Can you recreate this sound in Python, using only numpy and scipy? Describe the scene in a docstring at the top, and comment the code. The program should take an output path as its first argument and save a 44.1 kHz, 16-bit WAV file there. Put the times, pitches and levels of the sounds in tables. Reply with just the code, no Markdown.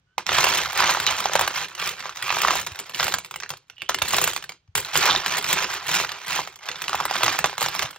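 """First a faint low rumble with a trace of hiss and a very faint rising squeak, then a loose stone rings. A
plastic scoop digs through a tub of polished stones, lifts a load, tips it back and digs again, close to two
microphones in a small room. Each clink is a knock of the packed heap, a clack of damped modes and a bright
tick. Loose stones ring with one pitch; pushed ones crunch in a dense random stream, and sliding ones sing. The
blows drive the tub's low resonances, soft thuds sound beneath, and a noise tail makes the room."""
import sys
import numpy as np
from scipy import signal
from scipy.fft import rfft, irfft
from scipy.io import wavfile
from scipy.ndimage import uniform_filter1d

SR = 44100
rng = np.random.default_rng(int(sys.argv[2]) if len(sys.argv) > 2 else 0)


def waveform_to_disk(signal):
    """Save audio, clipped to [-1, 1], as 16-bit WAV at the path in sys.argv[1]."""
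    frames = np.transpose(np.atleast_2d(signal))
    scaled = np.clip(frames, -1, 1) * 32767
    samples = np.round(scaled).astype(np.int16)
    wavfile.write(sys.argv[1], SR, samples)


N = 351918
TIME = np.arange(N) / SR
AGE = np.arange(640) / SR  # s since a contact began
CONTACT_SAMPLES = .005 * SR  # a contact at 0 dB has the energy of 5 ms at rms 1
SCATTER_S = 0.0026  # how long reflections linger inside the tub
KNOCK_HZ = 888  # middle pitch of the clinks' knocks, and reference pitch for ringing stones


def from_db(db):
    """Amplitude ratio of a level in dB."""
    return 10 ** (np.asarray(db) / 20)


def rms_one(x):
    """Scale a signal to rms 1."""
    return x / np.sqrt(np.mean(x ** 2) + 1e-20)


def at_hz(rows, hz):
    """The columns of a table, read on a log-frequency axis."""
    points, *columns = np.transpose(rows)
    return np.array([np.interp(np.log(hz + 1), np.log(points), column) for column in columns])


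def butter(x, hz, kind):
    """Filter with a second-order Butterworth design."""
    return signal.sosfilt(signal.butter(2, hz, kind, fs=SR, output="sos"), x)


def add(track, s, sound):
    """Mix a short sound into the stereo track at time s."""
    i = max(int(s * SR), 0)
    track[:, i:i + sound.shape[-1]] += sound[:, :max(N - i, 0)]


def floor():
    """A faint low rumble, alike at both microphones, under a trace of stereo hiss."""
    rumble = rms_one(butter(rng.standard_normal(N), 110, "low"))
    hiss = rms_one(butter(rng.standard_normal((2, N)), [300, 4500], "band"))
    return from_db(-64) * rumble + from_db(-77.5) * hiss


def squeak(s, length_s, db, hz, rise_hz_per_s):
    """A very faint squeak rises just before the first stone: two harmonics roughened by noise."""
    age = np.clip(TIME - s, 0, length_s)
    phase = 2 * np.pi * np.cumsum(hz + rise_hz_per_s * age) / SR
    grip = 1 + .5 * rms_one(butter(rng.standard_normal(N), 200, "low"))
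    swell = np.sqrt(abs(np.sin(np.pi * age / length_s)))
    return from_db(db) * grip * swell * (np.sin(phase) + .5 * np.sin(2 * phase))


def reflection_spread():
    """Swell and decay of the quick reflections inside the tub, with unit energy."""
    spread = np.sqrt(AGE) * np.exp(-AGE / SCATTER_S)
    return spread / np.linalg.norm(spread)


def contacts(low_hz, high_hz, pitch, rock_s, cycles, unlike, scatter, order):
    """Stereo contacts of stones of relative `pitch`: `order` damped modes each, scattered inside the tub."""
    place, delay, damping = rng.random((3, len(pitch), order, 1))
    shared, apart = rng.standard_normal((2, len(pitch), order, 1))
    octave_share = (np.arange(order)[:, None] + place) / order
    hz = pitch[:, None, None] * low_hz * (high_hz / low_hz) ** octave_share
    # an uneven stone rocks onto several points in quick succession; its neighbours damp it within a few cycles
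    age = np.maximum(AGE - rock_s * delay ** 2, 0)
    decay = hz / (cycles * 2 ** (2 * damping - 1))
    modes = np.sqrt(decay) * np.exp(-decay * age) * np.sin(2 * np.pi * hz * age)
    # every mode radiates a little differently towards each microphone
    weight = np.sign(shared) + unlike * apart * np.array([1, -1])
    sound = weight.transpose(0, 2, 1) @ modes
    # each spot in the tub has its own quick reflections off walls and other stones
    common = rng.standard_normal((len(pitch), 1, len(AGE)))
    echoes = common + unlike * rng.standard_normal((len(pitch), 2, len(AGE)))
    reflected = signal.fftconvolve(sound, echoes * reflection_spread(), axes=-1)[..., :len(AGE)]
    sound = butter(sound + scatter * reflected, low_hz * 0.5, "high")
    energy = np.mean(np.sum(sound ** 2, axis=-1, keepdims=True), axis=1, keepdims=True)
    return sound / np.sqrt(energy / CONTACT_SAMPLES)


def stones(count, rock_s, cycles, order):
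    """Clack and tick of assorted stones; each clack has `order` modes that ring for about `cycles`."""
    pitch = 2 ** (.22 * np.clip(rng.standard_normal(count), -1.6, 1.2))
    clack = contacts(1714, 6465, pitch, rock_s, cycles=cycles, unlike=0.29, scatter=0.78, order=order)
    tick = contacts(6800, 15000, np.ones(count), rock_s, cycles=10.0, unlike=.25, scatter=.8, order=8)
    return clack, tick


# loose stones that ring with one clear pitch: t/s, ring level/dB, f/Hz, clack level/dB relative to the ring
RINGING_STONES = [(0.1808, -20, 890, -4), (0.6578, -28, 1370, 0), (0.9718, -22.5, 890, -19),
                  (1.2564, -16.5, 824, -7), (2.0934, -30.5, 1250, -4), (2.449, -15, 1135, -11),
                  (2.474, -23.5, 1170, -19), (2.5069, -18, 1155, -5.5), (2.946, -31.5, 2863, 4),
                  (3.4614, -38.5, 1710, -11), (3.699, -43.5, 2790, 3), (3.7813, -43, 2900, -10),
                  (3.8194, -33, 2780, 4), (4.848, -31, 4005, -4), (5.1612, -16.5, 3682, -13),
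                  (6.391, -22, 950, -34), (6.881, -27.5, 2820, 3.5), (6.9305, -22, 1227, -4.5),
                  (6.9458, -20, 830, -16), (7.002, -22.5, 1150, -4.5), (7.009, -23.5, 900, -13),
                  (7.1109, -21, 824, -6), (7.7928, -22.5, 1730, 3)]


def tocks(ring_s, shorter_with_pitch, tick_db):
    """A loose stone swings a few times at its own pitch under its clack; higher-pitched stones stop sooner."""
    out = np.zeros((2, N))
    clacks, ticks = stones(len(RINGING_STONES), rock_s=0.001855, cycles=1.6, order=9)
    for (s, db, hz, clack_db), clack, tick in zip(RINGING_STONES, clacks, ticks):
        swing = AGE / (ring_s * (hz / KNOCK_HZ) ** -shorter_with_pitch)
        tone = np.sqrt(swing) * np.exp(-swing) * np.sin(2 * np.pi * hz * AGE)
        tone = tone / np.sqrt(np.sum(tone ** 2) / CONTACT_SAMPLES)
        add(out, s, from_db(db) * (tone + from_db(clack_db) * (clack + from_db(tick_db) * tick)))
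    return out


# resonances of the loaded tub: f/Hz, width/Hz, level/dB before the drive
TUB_MODES = [(68, 35, -2), (98, 50, -3), (158, 45, 3.5), (240, 70, -6), (315, 70, 2.5), (405, 55, -1.5),
             (484, 30, 1.5)]


def tub(x, drive_db, harder, ref_db, wander, linger_s):
    """Jolts of the heap shake the plastic walls, hard ones most; the boom lingers and wanders as the load shifts."""
    power = uniform_filter1d(butter(x[0], 700, "high") ** 2, SR // 150)
    force = np.sqrt(abs(power))
    force = force * (force / from_db(ref_db) + .1) ** harder
    keep = np.exp(-1 / (linger_s * SR))
    shaking = np.sqrt(signal.lfilter([1 - keep], [1, -keep], force ** 2))
    jolts = shaking * rng.standard_normal(N)
    out = 0
    for hz, width_hz, db in TUB_MODES:
        boom = signal.lfilter(*signal.iirpeak(hz, hz / width_hz, fs=SR), jolts)
        sway = rms_one(butter(rng.standard_normal(N), [3, 9], "band"))
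        warped_time = TIME + wander * np.cumsum(sway) / SR
        out = out + from_db(db + drive_db) * np.interp(warped_time, TIME, boom)
    return out


# tail of the small room: f/Hz, t60/s, weight of the noise tail/dB
ROOM_TAIL = [(98, 0.29, -8), (278, 0.1, -7), (790, 0.021, -16), (1960, 0.16, -12.5), (4740, 0.24, -9.5),
             (12800, 0.018, -8)]


def room(x, alike):
    """Diffuse tail of noise bands, each with its own decay; at alike = 1 both channels share one tail."""
    age, edges = TIME[:SR // 2], np.geomspace(50, 18000, 10)
    response, c = 0, np.clip(alike, 0, 1)
    for low, high in zip(edges, edges[1:]):
        t60, db = at_hz(ROOM_TAIL, np.sqrt(low * high))
        mid, side = butter(rng.standard_normal((2, len(age))), [low, high], "band")
        noise = np.sqrt((1 + c) / 2) * mid + np.sqrt((1 - c) / 2) * side * [[1], [-1]]
        tail = from_db(-60 * age / t60) * (age > .005)  # silent for the first 5 ms
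        response = response + noise * from_db(db) * tail / np.linalg.norm(tail)
    return signal.fftconvolve(x, response, axes=-1)[:, :N]


def knock(hz, width, scatter):
    """The packed heap takes a blow as one short band-limited pulse, with quick reflections in stereo."""
    pulse = butter(AGE == 0, [hz / (1 + width), hz * (1 + width)], "band")
    echoes = rng.standard_normal(len(AGE)) + 0.36 * rng.standard_normal((2, len(AGE)))
    echoes = echoes * reflection_spread()
    pulse = pulse + scatter * signal.fftconvolve(pulse[None], echoes, axes=-1)[:, :len(AGE)]
    return rng.choice([-1, 1]) * pulse / np.sqrt(np.sum(pulse ** 2) / 2 / CONTACT_SAMPLES)


# steady drag of the scoop in the heap, one curve for each dig: t/s, relative push level/dB
DRAG_CURVES = [
    [(0.26, -39.5), (0.31, -32), (1.0, -26.5), (1.5, -31), (1.73, -41.5), (2.3, -46.5), (2.75, -38.5),
     (3.18, -49), (3.65, -67.5), (3.88, -57)],
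    [(4.76, -32), (5.2, -28.5), (5.7, -31), (6.15, -35.5), (6.57, -48.5), (6.8, -35.5), (7.1, -29),
     (7.52, -36), (7.98, -57)],
]
DRAG_BRIGHT_DB = 3.5  # clack over knock
# shoves of the hand, each setting a patch of stones sliding:
# start t/s, attack/s, hold/s, relative push level/dB, brightness/dB (clack over knock)
HAND_SHOVES = [(0.268, 0.094, 0.24, -17, 5.5), (0.741, 0.052, 0.11, -16.5, 2.5),
               (1.071, 0.011, 0.019, -20, 4.5), (1.126, 0.055, 0.044, -27, 7.5),
               (1.318, 0.022, 0.097, -24.5, -0.5), (1.52, 0.056, 0.018, -22, 7),
               (1.758, 0.072, 0.061, -24.5, 8), (1.962, 0.037, 0.1, -34.5, 3),
               (2.123, 0.24, 0.078, -25.5, 8), (2.404, 0.094, 0.075, -21.5, 6),
               (2.905, 0.13, 0.045, -23, 9), (4.006, 0.11, 0.18, -22.5, 11.5),
               (4.752, 0.003, 0.0085, -19, 16.5), (4.921, 0.034, 0.1, -19.5, 9),
               (4.993, 0.046, 0.08, -18, 1), (5.237, 0.07, 0.065, -22.5, 5.5),
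               (5.438, 0.071, 0.012, -19, 8), (5.553, 0.028, 0.027, -20, 4),
               (5.668, 0.054, 0.015, -26.5, 8.5), (5.842, 0.1, 0.041, -17, 8.5),
               (6.224, 0.11, 0.045, -21.5, 6.5), (6.591, 0.091, 0.0061, -34, 3.5),
               (6.902, 0.036, 0.067, -35, -8), (7.102, 0.033, 0.013, -25, 7),
               (7.165, 0.059, 0.12, -22, 4.5), (7.561, 0.07, 0.031, -25.5, 7), (7.698, 0.051, 0.11, -28, 5)]
SAG_DB_PER_S, RELEASE_DB_PER_S = 12.5, 196.5  # a shove eases while it lasts; after the hold the stones come to rest
# a struck stone unsettles its neighbours for a moment
SETTLE_DB, SETTLE_DB_PER_S, SETTLE_BRIGHT_DB = -9.5, 320.5, -1
GRIP_DB = -32  # blows weaker than this hardly shift the neighbours


def pushing(t):
    """Level and brightness (dB) of the sliding stones at times t: drag, shoves and settling after each blow."""
    parts = []
    for dig in DRAG_CURVES:
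        drag_db = np.interp(t, *np.transpose(dig), left=-120, right=-120)
        parts.append((from_db(drag_db), DRAG_BRIGHT_DB))
    for s, attack_s, hold_s, db, bright_db in HAND_SHOVES:
        held = np.maximum(t - s - attack_s, 0)
        fall_db = SAG_DB_PER_S * held + RELEASE_DB_PER_S * np.maximum(held - hold_s, 0)
        parts.append((np.clip((t - s) / attack_s, 0, 1) * from_db(db - fall_db), bright_db))
    blows = [(s, from_db(db) * np.hypot(1, from_db(knock_db))) for s, db, knock_db, _ in DISTINCT_CLINKS]
    blows += [(s, from_db(db)) for s, db, _, _ in RINGING_STONES]
    for s, force in blows:
        jolt = (t > s) * force ** 2 / (force + from_db(GRIP_DB))
        settling = from_db(SETTLE_DB - SETTLE_DB_PER_S * np.clip(t - s, 0, 1))
        parts.append((jolt * settling, SETTLE_BRIGHT_DB))
    power = sum(level ** 2 for level, _ in parts)
    bright_db = sum(level ** 2 * part_db for level, part_db in parts) / power
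    return 10 * np.log10(power), bright_db


def crunch(per_s, crowding, spread_db, tick_db, glint, even_s):
    """Pushed stones slip at random: the harder the push, the more contacts a second."""
    clack, tick = stones(count=280, rock_s=0.000863, cycles=4.7, order=4)
    knock_pitches = 1050 * 2 ** (0.35 * rng.standard_normal(len(clack)))
    knocks = [knock(hz, width=0.39, scatter=0.52) for hz in knock_pitches]
    slots = np.arange(0, N, 32) / SR  # at most one slip in each slot
    slot_s = slots[1]
    chance, size, pick, jitter = rng.random((len(slots), 4)).T
    push_db, bright_db = pushing(slots)
    tilt_db = bright_db + 4.06 * rng.standard_normal(len(slots))
    rate = per_s * from_db(crowding * (push_db - push_db.max()))
    strength = from_db(spread_db * np.minimum(-np.log(1 - size), 4))
    out = np.zeros((2, N))
    for i in np.flatnonzero(chance < rate * slot_s):
        # buried stones mostly knock; those on top clack and glint
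        k, bright = int(pick[i] * len(knocks)), from_db(tilt_db[i] / 2)
        clack_and_tick = clack[k] + from_db(tick_db + glint * tilt_db[i]) * tick[k]
        sound = knocks[k] / bright + bright * clack_and_tick
        add(out, slots[i] + jitter[i] * slot_s, strength[i] * sound)
    # the scoop's work is shared among the contacts of the moment
    power = uniform_filter1d(np.mean(out ** 2, axis=0), int(even_s * SR))
    power = uniform_filter1d(power, int(even_s * SR / 2))
    evened = out / np.sqrt(abs(power) + 0.15)
    return evened * from_db(np.interp(TIME, slots, push_db) - 3.5)


# contacts that stand out close to the microphones: t/s, clack level/dB before the common trim,
# knock level/dB and tick level/dB, both relative to the clack
DISTINCT_CLINKS = [(0.266, -22.5, -22, -6), (0.2911, -18.5, -2.5, -11), (0.318, -33.5, 11, -17.5),
                   (0.346, -21, -8, -17.5), (0.3847, -16, -1, -12.5), (0.4424, -18, -1, 2.5),
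                   (0.4565, -29, -6, -10), (0.4689, -22.5, 1.5, -8), (0.549, -26, -3, 6),
                   (0.5768, -32, -18, 14), (0.73, -34, 2, 7), (0.7632, -40.5, 14, -10),
                   (0.8043, -24.5, 8, 3), (0.8933, -32, 7, -2), (0.9084, -23.5, -3, 5),
                   (0.9484, -28.5, 6.5, -21.5), (1.0001, -20.5, -25, -0.5), (1.0659, -16, -20, -7),
                   (1.2028, -28, -2, 4), (1.2958, -39, 12.5, -16), (1.3341, -22, -9, -0.5),
                   (1.354, -21.5, 10, 5), (1.3933, -22.5, 3, 3), (1.411, -28, 8.5, 13),
                   (1.477, -21, -1.5, 2), (1.644, -29, -15.5, -8), (1.7505, -33.5, -11, -0.5),
                   (1.798, -25.5, -14, -11), (1.8742, -25.5, -6, 3.5), (1.994, -36.5, -14, -1.0),
                   (2.005, -32.5, -8, -16), (2.0558, -33, 2.5, -20), (2.159, -37, -7, -0.5),
                   (2.171, -30, -24, -8.5), (2.225, -23.5, -28, 0.5), (2.2933, -23.5, -11, -18),
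                   (2.3036, -19.5, -0.5, -20), (2.3257, -26.5, 1.5, -7), (2.369, -31.5, 10, -8),
                   (2.385, -25, -6, 1.5), (2.4167, -21, -11, 4.5), (2.435, -25.5, 3.5, -10),
                   (2.4828, -19, 1.5, -15), (2.5346, -30, 5, -6), (2.5542, -32.5, 9.5, 11),
                   (2.598, -31.5, -3.0, 6), (2.6138, -36.5, -6.5, 9), (2.6651, -28.5, -5, -0.5),
                   (2.6694, -28.5, -6, -0.5), (2.7577, -35.5, -23, -1), (2.7902, -29, -12, 2),
                   (2.7985, -34.5, -2, 9), (2.8952, -37.5, -4, 5), (2.9978, -20.5, -3, -11),
                   (3.0054, -21.5, -4.5, -5), (3.0285, -20.5, -4, -1), (3.0674, -25, -2, 0),
                   (3.0803, -26.5, 1, 1), (3.1222, -26, -5, -4), (3.1396, -18.5, -3, 1.5),
                   (3.185, -30.5, -3, 5.5), (3.247, -34, -12, -0.5), (3.2595, -42.5, -10, 2),
                   (3.3106, -34, -4, 2), (3.3406, -33.5, -4.5, -7), (3.3594, -31.5, -3.5, 4),
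                   (3.401, -31.5, -13, -5), (3.4235, -36.5, -4, -27), (3.4338, -28.5, -7.5, -22),
                   (3.4921, -35.5, -12, 6.5), (3.5039, -27, -5, 2), (3.537, -37.5, -0.5, -6),
                   (3.5707, -45, -20, 2), (3.89, -23, -17, -4), (3.8938, -20.5, 3, -1),
                   (3.945, -19.5, -8, -2.5), (3.9864, -27.5, -13, -3.5), (4.018, -22, -2, -12),
                   (4.0206, -18, -3.5, 1), (4.084, -30.5, -21, 10.5), (4.1068, -26.5, -9, 3),
                   (4.1349, -26, 6.5, 5), (4.1436, -17, -6.5, -8.5), (4.166, -27.5, -3, 12),
                   (4.1835, -17, -3.5, -3.5), (4.215, -25.5, -0.5, 11), (4.2404, -20.5, -9, 8.5),
                   (4.2755, -21.5, -2.5, 4.5), (4.3334, -31, -5, 5.5), (4.363, -24, -3, 0),
                   (4.3754, -33, -7, -1), (4.425, -35, -9.5, -3), (4.44, -33.5, -12, 1),
                   (4.4928, -29, -12, -4.5), (4.52, -38, -6.5, -9), (4.677, -65.5, -5, -20.0),
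                   (4.7525, -21, -4, 6.5), (4.779, -26.5, -3, 7), (4.9553, -18.5, -2, -7),
                   (4.9738, -22, -9, 10), (5.0554, -19, -8, 1), (5.0762, -21.5, -19, -2.5),
                   (5.0973, -22, 1, -23), (5.1492, -19.5, -3, -24), (5.2611, -18.5, -9.5, -3.5),
                   (5.382, -27, -1, 8), (5.425, -37, -7.0, 10), (5.4426, -21.5, -19, -4),
                   (5.5283, -18, -28, 6), (5.581, -21.5, -19, -15), (5.643, -21, -24, -21),
                   (5.7388, -32.5, 0, 7), (5.891, -26, -2.5, -3), (6.0002, -24, -2, -3),
                   (6.0367, -32, 1, -12), (6.0471, -24.5, -4.5, -13), (6.092, -27.5, -22, -9),
                   (6.1177, -26.5, -29, -6), (6.4742, -33.5, -1, -6), (6.558, -41.5, -34, 3),
                   (6.631, -41, -14, -17), (6.6877, -22.5, -7, -10), (6.7152, -28.5, -22, -21),
                   (6.7573, -30.5, -10, -21), (6.8187, -27.5, -6.5, 1.5), (6.84, -28, -19, -13.5),
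                   (6.8938, -25.5, -3, -4), (6.952, -27.5, -8, 2.5), (7.0532, -26.5, 5, 7.5),
                   (7.1557, -26.5, 2, -3), (7.1649, -24.0, -25, -22), (7.2081, -34.5, 9, -6),
                   (7.233, -17.5, 0, 1), (7.2626, -20.5, -3, -3), (7.28, -20, 1, -20),
                   (7.389, -21, -1.5, 4.5), (7.4424, -16.5, 4, -27), (7.4582, -25, 1, 3),
                   (7.4952, -32.5, -1, -9), (7.5293, -38.5, 6.5, -4.5), (7.5802, -27.5, 1, 2),
                   (7.609, -26.5, -8, 7), (7.617, -24.5, 3, -3), (7.6266, -24.5, -2, 8.5),
                   (7.6615, -22.5, -1, -6), (7.685, -25, -4.5, -0.5), (7.75, -28, -0.5, 3.5),
                   (7.8222, -23.5, -7, -4), (7.8279, -28, 2, 3), (7.9085, -45, -8, 11),
                   (7.9607, -40.5, -3, -3)]
KNOCK_OCTAVES_PER_DB = 0.022  # the more a contact knocks, the heavier the stone and the lower the knock
ROCK_BACK_S, ROCK_BACK_DB = 0.00239, -8.5  # an uneven stone lands again after 0.5 to 1.5 times this delay


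def clinks():
    """Single stones fall, flip or slip off the scoop, knock and rock back once; heavy knocks tend to be low."""
    out = np.zeros((2, N))
    clacks, ticks = stones(len(DISTINCT_CLINKS), rock_s=0.001717, cycles=2.5, order=7)
    for (s, db, knock_db, tick_db), clack, tick in zip(DISTINCT_CLINKS, clacks, ticks):
        octaves = 0.11 * np.clip(rng.standard_normal(), -2, 2) - KNOCK_OCTAVES_PER_DB * knock_db
        hz = KNOCK_HZ * 2 ** octaves
        add(out, s, from_db(db) * (clack + from_db(tick_db) * tick))
        rock_back_s = ROCK_BACK_S * (.5 + rng.random())
        for delay_s, blow_db in ((0.0005, -1), (rock_back_s, ROCK_BACK_DB)):
            blow = knock(hz, width=0.59, scatter=0.26)
            add(out, s + delay_s, from_db(db + knock_db + blow_db) * blow)
    return from_db(-0.32) * out  # common trim


def sliding(s, length_s, db, modes, slips_per_s):
    """Quick uneven slips ring the given resonances during one slide; the pitch wavers with the grip."""
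    out, age = np.zeros((2, N)), TIME[:SR // 2]
    slips = (rng.random(len(age)) < slips_per_s / SR) * rng.standard_normal(len(age)) + 1e-18
    slips[SR // 1000] = 1  # the stone breaks loose
    sung = 0
    for hz, width_hz, mode_db in modes:
        ring = signal.lfilter(*signal.iirpeak(hz, hz / width_hz, fs=SR), slips)
        ring = butter(ring, [hz / 2, min(hz * 2, SR / 3)], "band")
        sung = sung + from_db(mode_db) * rms_one(ring)
    grip = rms_one(butter(rng.standard_normal(len(age)), 20.3, "low"))
    sung = np.interp(np.cumsum(1 + .035 * grip) / SR, age, sung)
    swell = np.sqrt(abs(np.sin(np.pi * np.minimum(age / length_s, 1))))
    add(out, s, from_db(db) * (rms_one(sung) * swell)[None])
    return out


# a stone slides and sets one resonance singing: t/s, length/s, level/dB, f/Hz, width as a share of f
STONE_SCRAPES = [(1.059, 0.037, -22, 3880, 0.08), (1.066, 0.028, -27, 3030, 0.084),
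                 (3.764, 0.22, -46, 2900, 0.056), (5.097, 0.041, -18.5, 3700, 0.19)]
# the scoop's bowl rubs along the stones: t/s, length/s, level/dB
BOWL_RUBS = [(1.779, .15, -36.5), (2.213, 0.26, -31), (6.419, 0.19, -68)]
# resonances of the bowl: f/Hz, width/Hz, relative level/dB
BOWL_MODES = [(1230, 130, -4.5), (1680, 100, -10.5), (2550, 250, -2)]


def scrapes(slips_per_s):
    """Sliding stones sing at a pitch of their own; the bowl rubs with its three resonances."""
    out = np.zeros((2, N))
    for s, length_s, db, hz, share in STONE_SCRAPES:
        out += sliding(s, length_s, db, [(hz, hz * share, 0)], slips_per_s)
    for s, length_s, db in BOWL_RUBS:
        out += sliding(s, length_s, db, BOWL_MODES, slips_per_s)
    return out


# soft thuds of the tub on its cloth: t/s, level/dB, f/Hz
TUB_THUDS = [(2.715, -30.5, 86), (4.028, -28, 76), (4.685, -38.5, 90), (4.783, -30, 79.4),
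             (7.842, -29.5, 131)]


def thuds(swell_s):
    """The tub shifts on its cloth: a low sine swells for `swell_s` and dies away."""
    out, age = np.zeros((2, N)), TIME[:SR // 4]
    for s, db, hz in TUB_THUDS:
        swell = age / swell_s * np.exp(1 - age / swell_s)
        add(out, s, from_db(db) * (swell * np.sin(2 * np.pi * hz * age))[None])
    return out


def scene():
    """Stones, crunch, tub and scrapes feed the room; thuds, floor and squeak stay outside its tail."""
    heap = tocks(ring_s=0.0011, shorter_with_pitch=0.22, tick_db=-5.5) + clinks()
    heap = heap + crunch(per_s=560, crowding=.22, spread_db=2.0, tick_db=-14.0, glint=1.0, even_s=0.083)
    boom = tub(heap, drive_db=3.0, harder=0.15, ref_db=-20, wander=0.03, linger_s=0.011)
    heap = heap + boom + scrapes(slips_per_s=330)
    faint = floor() + squeak(0.064, 0.1, db=-72, hz=1450, rise_hz_per_s=1000)
    return heap + room(heap, alike=1.0) + thuds(swell_s=0.0054) + faint


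# colour of the two close microphones: f/Hz, left level/dB, right level/dB
MICROPHONE_COLOUR = [(61, -3.5, -3), (156.3, -1.5, -4.5), (228, -11, -10), (416, -2, -4.5), (736, 0, 2.5),
                     (1310, 2, 5.5), (2090, 0.5, 1), (2560, -3, 4.5), (5080, -2, 1), (6030, 2.5, 3),
                     (6840, 1, 1), (9800, -8, -7.5), (12550, -3.5, -3)]
# phase of the left channel ahead of the right: f/Hz, phase/radians
CHANNEL_PHASE = [(100, 0), (750, 0.8651), (1300, 0.5), (2100, -0.25), (4100, 1.13), (7900, 2.5),
                 (13000, 3.5), (15000, 5)]


def record(dry):
    """Each microphone has its colour; the channels differ in phase, mostly in the treble; deep bass and top are cut."""
    hz = np.arange(N // 2 + 1) * SR / N
    half_phase = .5j * at_hz(CHANNEL_PHASE, hz) * np.array([[1], [-1]])
    response = from_db(at_hz(MICROPHONE_COLOUR, hz)) * np.exp(half_phase)
    heard = butter(irfft(rfft(dry) * response, N), 77, "high")
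    heard = np.clip(heard, -.75, .75)
    return signal.sosfilt(signal.ellip(10, .2, 80, 15800, fs=SR, output="sos"), heard)


dry = scene()
out = record(dry)
waveform_to_disk(out)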